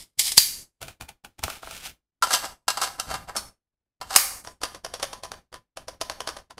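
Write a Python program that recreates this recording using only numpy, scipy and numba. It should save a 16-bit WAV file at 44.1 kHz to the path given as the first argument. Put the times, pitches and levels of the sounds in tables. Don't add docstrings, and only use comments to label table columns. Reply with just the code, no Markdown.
import sys
import numpy as np
from scipy import signal
from scipy.fft import rfft, irfft
from scipy.io import wavfile
from scipy.ndimage import uniform_filter1d
from numba import njit

SR = 44100
rng = np.random.default_rng(int(sys.argv[2]) if len(sys.argv) > 2 else 0)


def dump(signal):
    limited = np.clip(np.atleast_2d(signal).T, -1, 1)
    pcm = np.round(limited * 32767).astype(np.int16)
    wavfile.write(sys.argv[1], SR, pcm)


N = 290619
RING = 8192
FREQS = np.maximum(np.arange(RING // 2 + 1) * SR / RING, 1)
TIME = np.arange(N) / SR

# start_s, strength_db
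FOLLOWER_CLICKS = [(0.1935, -0.5), (0.2777, -19.5), (0.3188, -8.5)]
# start_s, strength_db
FINGER_TAPS = [(0.8163, -26), (0.8274, -21.5), (0.8826, -26.5), (1.0101, -23.5), (1.0217, -29),
               (1.0898, -26.5), (1.2478, -27.5), (1.3924, -30), (1.4376, -9.5), (1.501, -18.5),
               (1.6454, -38.5), (1.7105, -24.5), (1.8598, -30)]
# start_s, strength_db
TABLE_KNOCKS = [(1.430, -30.5), (1.4805, -22), (1.6307, -32), (1.6731, -31)]
# start_s, strength_db, chatter_ms
WELL_KNOCKS = [(2.235, -1, 11), (2.2706, -12, 4.5), (2.3067, -2.5, 5.4), (2.6807, 5, 7.6),
               (2.7722, -4, 2.5), (2.8023, -15.5, 1.7), (2.8151, 0, 4.2), (2.8723, -11.5, 3.4),
               (3.1404, -8, 9.1), (4.0132, -12, 2.1), (4.1056, -9.5, 3.8)]
# start_s, strength_db, chatter_ms
EDGE_SNAGS = [(2.3158, -12, 5.6), (2.3362, 6, 10), (2.3464, 3.5, 5.6), (2.451, -8.5, 8.4), (2.7024, 2, 6.4),
              (2.831, -4, 3.1), (2.9986, 2, 1.5)]
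# start_s, strength_db, hollow_hz
SEAT_CLICKS = [(4.4486, -30.5, 1000), (4.4727, -22, 560), (4.616, -24.5, 1040), (4.6341, -8, 670),
               (4.7468, -25, 550), (4.8471, -15.5, 526), (4.9387, -16, 540), (4.998, -24.5, 1010),
               (5.028, -8, 613), (5.131, -20, 790), (5.235, -20, 1010), (5.2478, -25, 771),
               (5.3166, -19, 761), (5.5275, -31.5, 490), (5.5411, -25, 1045), (5.7714, -21, 697),
               (5.8823, -20, 640), (6.0127, -11, 696), (6.098, -13.5, 686), (6.2044, -15.5, 530),
               (6.2736, -13, 763), (6.289, -17, 1330), (6.367, -25, 703), (6.5071, -31, 820),
               (6.5808, -29, 558)]
# peak_s, rise_s, pressure_db
HAND_STROKES = [(0.891, 0.048, -49), (1.52, 0.087, -45), (1.757, 0.076, -41), (1.862, 0.017, -34.5)]
WELL_SCRAPES = [(2.336, 0.021, -20), (2.443, 0.015, -38.5), (2.84, 0.015, -25.5), (2.996, 0.0065, -45),
                (3.112, 0.021, -35), (3.152, 0.0085, -37), (3.295, 0.01, -43.5), (3.357, 0.0046, -39.5)]
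# start_s, crack_db, hollow_db, hollow_hz, crack_hz, chatter_ms
FOLLOWER_SNAP = [(0.3783, 3.5, -12, 1000, 4200, 1.6)]
RIM_KNOCK = [(2.2237, -19, -13.5, 1236, 4800, 3.4)]
CATCH_TOUCH = [(3.364, -27.5, -26.5, 1184, 9210, 16)]
LATCH_SNAP = [(4.161, 2.2, -11, 1100, 9000, 1.6)]
# peak_s, rise_s, fall_s, crack_db, hollow_db
SPRING_SCRAPES = [(0.0, 0.06, 0.063, -42, -56.5), (0.198, 0.002, .028, -19.5, -42.5),
                  (0.275, 0.02, .025, -23.5, -42), (0.375, 0.0045, 0.0028, -16.5, -41.5)]
LATCH_SLIDE = [(4.157, 0.025, 0.0027, -26, -29.5)]
# start_s, level_db, decay_s
LOW_THUDS = [(0.379, -32, 0.002), (0.818, -44.5, 0.067), (1.005, -42.5, 0.02), (1.39, -41.5, 0.023),
             (1.432, -32, 0.017), (1.64, -50, 0.18), (3.067, -38.5, 0.14)]
# frequency_hz, level_db
SPRING_COLOUR = [(120, -57), (200, -22.5), (689, -18), (812, -11.5), (1480, -19), (2130, -6), (2750, -7.5),
                 (3120, 1.5), (5100, 1), (6000, -1), (9290, 4), (12700, -3), (15500, -15.5)]
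FOLLOWER_COLOUR = [(120, -68.5), (200, -43.5), (445, -45), (800, -24), (1300, -27.5), (2600, -13.5),
                   (4170, -5), (4650, -2), (6460, -0.5), (12200, -5), (15500, -17.5)]
FRAME_COLOUR = [(120, -45.5), (200, -2), (585, 4.5), (812, 8), (1110, 1.5), (1330, 5), (1910, -6),
                (2330, -3), (4830, -6), (9810, -7.5), (15500, -16)]
GRIP_COLOUR = [(120, -40.5), (200, -17), (429, -10), (652, 0), (1110, -4), (1300, -4), (2460, -13),
               (2750, -10), (4490, -3), (6940, -7), (7890, -4.5), (12900, -13.5), (15500, -28)]
CATCH_COLOUR = [(120, -62.5), (200, -11), (445, -16), (677, -5.5), (1190, -8.5), (1480, -7.5),
                (1590, -17.5), (3350, -11), (5480, -6.5), (11300, -10.5), (15500, -25.5)]
LATCH_COLOUR = [(120, -48), (200, -36.5), (470, -7), (827, -9.5), (939, -12), (1150, -8.5), (1620, -9),
                (2420, -8), (3480, -12.5), (4800, -1.5), (6110, -5), (10600, -6.5), (12700, -9.5),
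                (15500, -17)]
SEAT_COLOUR = [(120, -11), (200, -21), (321, -7.5), (629, -4), (905, -6), (1010, -1), (1480, -6.5),
               (2170, -10.5), (2370, -11), (3120, -5), (4020, -9.5), (5580, -5), (7600, -10.5),
               (9990, -7.5), (15500, -31.5)]
# pitch_hz, width_hz, level_db
SPRING_MODES = [(2130, 81, 3.1), (5060, 600, 4), (5330, 48, 5)]
FOLLOWER_MODES = [(4560, 50, 7), (4716, 28, 13), (4850, 50, 3), (5060, 35, 3), (10700, 400, 3)]
FRAME_MODES = [(660, 17, 6.1), (870, 28, 3.9), (1414, 170, 1.9), (2410, 180, 1.3)]
SKIN_MODES = [(2825, 2800, 0.87)]
RIM_MODES = [(1000, 71, 33), (1160, 74, 12.5), (1334, 41, 38.5)]
GRIP_MODES = [(773, 54, 5.8), (1000, 20, 8.7), (1230, 30, 3.9), (1335, 41, 6.6), (1628, 32, 7.4),
              (2160, 60, 4.5), (2770, 52, 11), (3100, 31, 6.5), (4470, 53, 4), (4580, 40, 3.9),
              (5130, 50, 4.6), (6250, 57, 3.8), (7690, 70, 2), (8040, 22, 5)]
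CATCH_MODES = [(4380, 100, 15), (5400, 110, 12), (6250, 90, 7), (9200, 120, 5)]
LATCH_MODES = [(760, 70, 7.8), (1160, 210, 4), (2200, 75, 1.3), (6600, 290, 1.4)]
SEAT_MODES = [(533, 64, 1.3), (670, 220, 1.5), (1010, 13, 3.8), (3550, 41, 1.2), (4600, 410, 4.6),
              (4530, 21, 2.7), (5650, 330, 1.7), (6400, 57, 3.1)]
# frequency_hz, level_db
AIR_COLOUR = [(25, -1), (60, 2.5), (120, -5), (250, -8.5), (1000, -19.5), (5000, -29), (15000, -39.5)]
ECHO_COLOUR = [(100, -10), (400, -9), (1000, -3), (3000, -2), (8000, -6.5), (15000, 4)]
# frequency_hz, decay_s
ROOM_T60 = [(150, .6), (530, 0.91), (1400, 0.53), (3700, 0.43), (8000, 0.61), (14000, .42)]


def undb(db):
    return 10 ** (np.asarray(db) / 20)


def unit_rms(x):
    return x / np.sqrt(np.mean(x ** 2))


def along(points, hz):
    point_hz, value = np.transpose(points)
    return np.interp(np.log(hz), np.log(point_hz), value)


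def band(x, low_hz, high_hz):
    return signal.sosfilt(signal.butter(2, [low_hz, high_hz], "band", fs=SR, output="sos"), x)


def add(out, start_s, x):
    i = max(int(start_s * SR), 0)
    out[i:i + len(x)] += x[:max(N - i, 0)]


def impulse_response(gain):
    cepstrum = irfft(np.log(gain + 1e-6))
    cepstrum[1:RING // 2] *= 2
    cepstrum[RING // 2 + 1:] = 0
    return irfft(np.exp(rfft(cepstrum)))


def plastic_part(colour, modes, split_hz=2000):
    peaks = sum(undb(db) ** 2 / (1 + (2 * (FREQS - hz) / width) ** 2) for hz, width, db in modes)
    gain = undb(along(colour, FREQS)) * np.sqrt(1 + peaks)
    low_share = 1 / (1 + (FREQS / split_hz) ** 8)
    return gain * np.sqrt(1 - low_share), gain * np.sqrt(low_share)


def rubs(rows, colour, modes, slips_per_s, spread_db):
    slips = (rng.random(N) < slips_per_s / SR) * rng.choice([-1, 1], N)
    slips = unit_rms(slips * undb(spread_db * np.clip(rng.standard_normal(N), -2, 2)))
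    pressure = np.zeros((2, N))
    for peak_s, rise_s, fall_s, crack_db, hollow_db in rows:
        from_peak = np.maximum((peak_s - TIME) / rise_s, (TIME - peak_s) / fall_s)
        pressure += undb([[crack_db], [hollow_db]]) * np.exp(-np.minimum(from_peak, 20))
    rings = [impulse_response(gain) for gain in plastic_part(colour, modes)]
    return sum(signal.fftconvolve(press * slips, ring / np.linalg.norm(ring))[:N]
               for press, ring in zip(pressure, rings))


def blows(rows, colour, modes, crack_db, hollow_db, tick, loose_db, scuff_db, evenness, clump_db=1):
    lead = 900
    out, t = np.zeros(N), (np.arange(RING) - lead) / SR
    after = np.maximum(t, 0)
    for start_s, high_db, low_db, shell_hz, wall_hz, chatter_ms in rows:
        woken = [(hz, width, db + 3 * rng.standard_normal()) for hz, width, db in modes]
        walls, shell = plastic_part(colour, woken)
        chatter = np.exp(-1000 * after / chatter_ms)
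        buzz = undb(loose_db) * np.exp(-after / .014)
        press = (chatter + buzz) * (1 - np.exp(-after / 0.00067))
        scuff = undb(scuff_db) * np.exp(-np.abs(t) / 0.0032)
        clumps = np.interp(np.arange(RING), np.linspace(0, RING, num=160), rng.standard_normal(160))
        force = rng.standard_normal(RING) * (press + scuff) * undb(clump_db * clumps)
        force[lead] += tick
        flatten = uniform_filter1d(np.abs(rfft(force)) ** 2, size=24) ** (-evenness / 2)
        walls *= undb(3.4 * np.exp(-(np.log2(FREQS / wall_hz) / 0.21) ** 2))
        shell *= undb(6.1 * np.exp(-(np.log2(FREQS / shell_hz) / 0.42) ** 2))
        for gain, db in ((walls, high_db + crack_db), (shell, low_db + hollow_db)):
            hit = signal.fftconvolve(force, impulse_response(gain * flatten))[:RING]
            loudest = np.sqrt(uniform_filter1d(hit ** 2, size=220, mode="constant").max())
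            add(out, start_s - lead / SR, hit * undb(db) / loudest)
    return out


def contact(start_s, db, shell_hz, wall_hz, chatter_ms, ring_db=0):
    scatter_octaves, hollow_db_per_db = np.array([0.067, 0.25]), 0.75
    shell, wall = 2 ** (scatter_octaves * rng.standard_normal(2))
    return start_s, db, ring_db + hollow_db_per_db * db, shell_hz * shell, wall_hz * wall, chatter_ms


def slide(peak_s, rise_s, db, hollow_db, fall_ratio):
    return peak_s, rise_s, fall_ratio * rise_s, db, hollow_db + 0.23 * db


def room_air(level_db):
    hz = np.maximum(np.arange(N // 2 + 1) * SR / N, 1)
    spectrum = rfft(rng.standard_normal(N)) * undb(along(AIR_COLOUR, hz))
    return undb(level_db) * unit_rms(irfft(spectrum, N))


def follower_draw():
    clicks = [contact(s, db, shell_hz=1980, wall_hz=6000, chatter_ms=4.3) for s, db in FOLLOWER_CLICKS]
    return (blows(clicks, SPRING_COLOUR, SPRING_MODES, crack_db=-14, hollow_db=-32.5,
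                  tick=2, loose_db=-4, scuff_db=-2.5, evenness=0.18)
            + rubs(SPRING_SCRAPES, SPRING_COLOUR, SPRING_MODES, slips_per_s=2700, spread_db=2.5))


def follower_snap():
    return blows(FOLLOWER_SNAP, FOLLOWER_COLOUR, FOLLOWER_MODES, crack_db=-1.5, hollow_db=2.5,
                 tick=1.5, loose_db=-40, scuff_db=-32, evenness=1)


def low_thuds():
    out, t = np.zeros(N), TIME[:SR // 2]
    for start_s, db, decay_s in LOW_THUDS:
        thud = band(rng.standard_normal(len(t)) * np.exp(-t / decay_s), 29, 135)
        loudest = np.sqrt(uniform_filter1d(thud ** 2, size=440).max())
        add(out, start_s, undb(db) * thud / loudest)
    return out


def pistol_pickup():
    taps = [contact(s, db, shell_hz=720, wall_hz=2784, chatter_ms=0.77) for s, db in FINGER_TAPS]
    knocks = [contact(s, db, shell_hz=1106, wall_hz=2600, chatter_ms=3.64) for s, db in TABLE_KNOCKS]
    strokes = [slide(*row, hollow_db=-44, fall_ratio=1) for row in HAND_STROKES]
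    return (blows(taps, FRAME_COLOUR, FRAME_MODES, crack_db=-13, hollow_db=-23,
                  tick=1.6, loose_db=-17.5, scuff_db=-15.5, evenness=0.14)
            + blows(knocks, FRAME_COLOUR, FRAME_MODES, crack_db=-19, hollow_db=-12.5,
                    tick=4.9, loose_db=-23.5, scuff_db=-21.5, evenness=0.29)
            + rubs(strokes, FRAME_COLOUR, SKIN_MODES, slips_per_s=4900, spread_db=6.5))


def magazine_insertion():
    knocks = [contact(s, db, shell_hz=1100, wall_hz=4500, chatter_ms=ms) for s, db, ms in WELL_KNOCKS]
    snags = [contact(s, db, shell_hz=1200, wall_hz=5200, chatter_ms=ms) for s, db, ms in EDGE_SNAGS]
    scrapes = [slide(*row, hollow_db=-22.5, fall_ratio=1.16) for row in WELL_SCRAPES]
    return (blows(RIM_KNOCK, GRIP_COLOUR, RIM_MODES, crack_db=0, hollow_db=-5.5,
                  tick=4.8, loose_db=-2, scuff_db=-59, evenness=0.2)
            + blows(knocks, GRIP_COLOUR, GRIP_MODES, crack_db=-23.5, hollow_db=-23.5,
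                    tick=6.1, loose_db=-2, scuff_db=-35, evenness=0.15, clump_db=-2)
            + blows(snags, GRIP_COLOUR, GRIP_MODES, crack_db=-24.5, hollow_db=-31.5,
                    tick=4.3, loose_db=-14, scuff_db=-20, evenness=0.19, clump_db=0.5)
            + rubs(scrapes + LATCH_SLIDE, GRIP_COLOUR, GRIP_MODES, slips_per_s=1800, spread_db=2.5)
            + blows(CATCH_TOUCH, CATCH_COLOUR, CATCH_MODES, crack_db=4, hollow_db=-4.5,
                    tick=3.2, loose_db=-31, scuff_db=-31.5, evenness=0.32))


def latch_snap():
    return blows(LATCH_SNAP, LATCH_COLOUR, LATCH_MODES, crack_db=-1.5, hollow_db=-1.5,
                 tick=1.5, loose_db=-38, scuff_db=-38, evenness=1)


def magazine_rocking(rebound_s=0.011, hollow_db_per_s=1):
    clicks, first_s = [], SEAT_CLICKS[0][0]
    for start_s, db, hz in SEAT_CLICKS:
        ring_db = hollow_db_per_s * (start_s - first_s)
        clicks.append(contact(start_s, db, shell_hz=hz, wall_hz=4270, chatter_ms=2.4, ring_db=ring_db))
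        back_s = start_s + rebound_s * rng.uniform(.5, 2)
        back_db = -19.5 + 0.67 * db
        clicks.append(contact(back_s, back_db, shell_hz=hz, wall_hz=4800, chatter_ms=3.8))
    return blows(clicks, SEAT_COLOUR, SEAT_MODES, crack_db=-15.5, hollow_db=-20.5,
                 tick=5, loose_db=-8, scuff_db=-13, evenness=0.25, clump_db=4.5)


def room_echo(x, early_db, early_s, late_db):
    t = TIME[:SR]
    hz = np.maximum(np.arange(SR // 2 + 1), 1)
    noise = rfft(rng.standard_normal(SR)) * undb(along(ECHO_COLOUR, hz))
    octave = np.round(4 * np.log2(np.maximum(hz, 128))) / 4
    tail = sum(irfft(noise * (octave == k), SR) * undb(-60 * t / along(ROOM_T60, 2 ** k))
               for k in np.unique(octave))
    tail *= np.clip((t - .004) / 0.0042, 0, 1)
    early = rng.standard_normal(SR) * (rng.random(SR) < .08) * np.exp(-t / early_s) * (t > .003)
    echo = undb(early_db) * early / np.linalg.norm(early) + undb(late_db) * tail / np.linalg.norm(tail)
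    return signal.fftconvolve(x, echo)[:N]


def stereo_width(x, side_db):
    scatter = rng.standard_normal(RING) * np.exp(-TIME[:RING] / .02)
    side = undb(side_db) * signal.fftconvolve(x, scatter / np.linalg.norm(scatter))[:N]
    return np.array([x + side, x - side])


def scene():
    snap, latch = follower_snap(), latch_snap()
    handling = follower_draw() + pistol_pickup() + magazine_insertion() + magazine_rocking()
    radiated = handling + band(snap, 2300, 18000) + undb(0.5) * latch
    echo = room_echo(radiated, early_db=-19, early_s=.02, late_db=-8.3)
    close = handling + snap + latch + low_thuds()
    return stereo_width(close + echo + room_air(level_db=-54), side_db=-27)


@njit
def hold_peaks(level, fall):
    out, held = np.empty(len(level)), 0.
    for i in range(len(level)):
        held = max(level[i], held * fall)
        out[i] = held
    return out


def noise_gate(x, threshold_db, slope, release_s, depth_db, ahead_s):
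    level = np.sqrt(np.abs(uniform_filter1d(band(x[0], 400, 15000) ** 2, size=220)))
    held = hold_peaks(level, np.exp(-1 / (release_s * SR)))
    held_db = 20 * np.log10(np.interp(TIME + ahead_s, TIME, held) + 1e-9)
    gain_db = np.clip(slope * (held_db - threshold_db), depth_db, 0)
    return x * uniform_filter1d(undb(gain_db), size=130)


def record(dry):
    clipped = np.clip(dry, -.85, .85)
    gated = noise_gate(clipped, threshold_db=-41.5, slope=2.09, release_s=0.058, depth_db=-60,
                       ahead_s=0.0073)
    top_hz = 15500
    return signal.sosfilt(signal.ellip(8, .2, 70, top_hz, fs=SR, output="sos"), gated)


dry = scene()
out = record(dry)
dump(out)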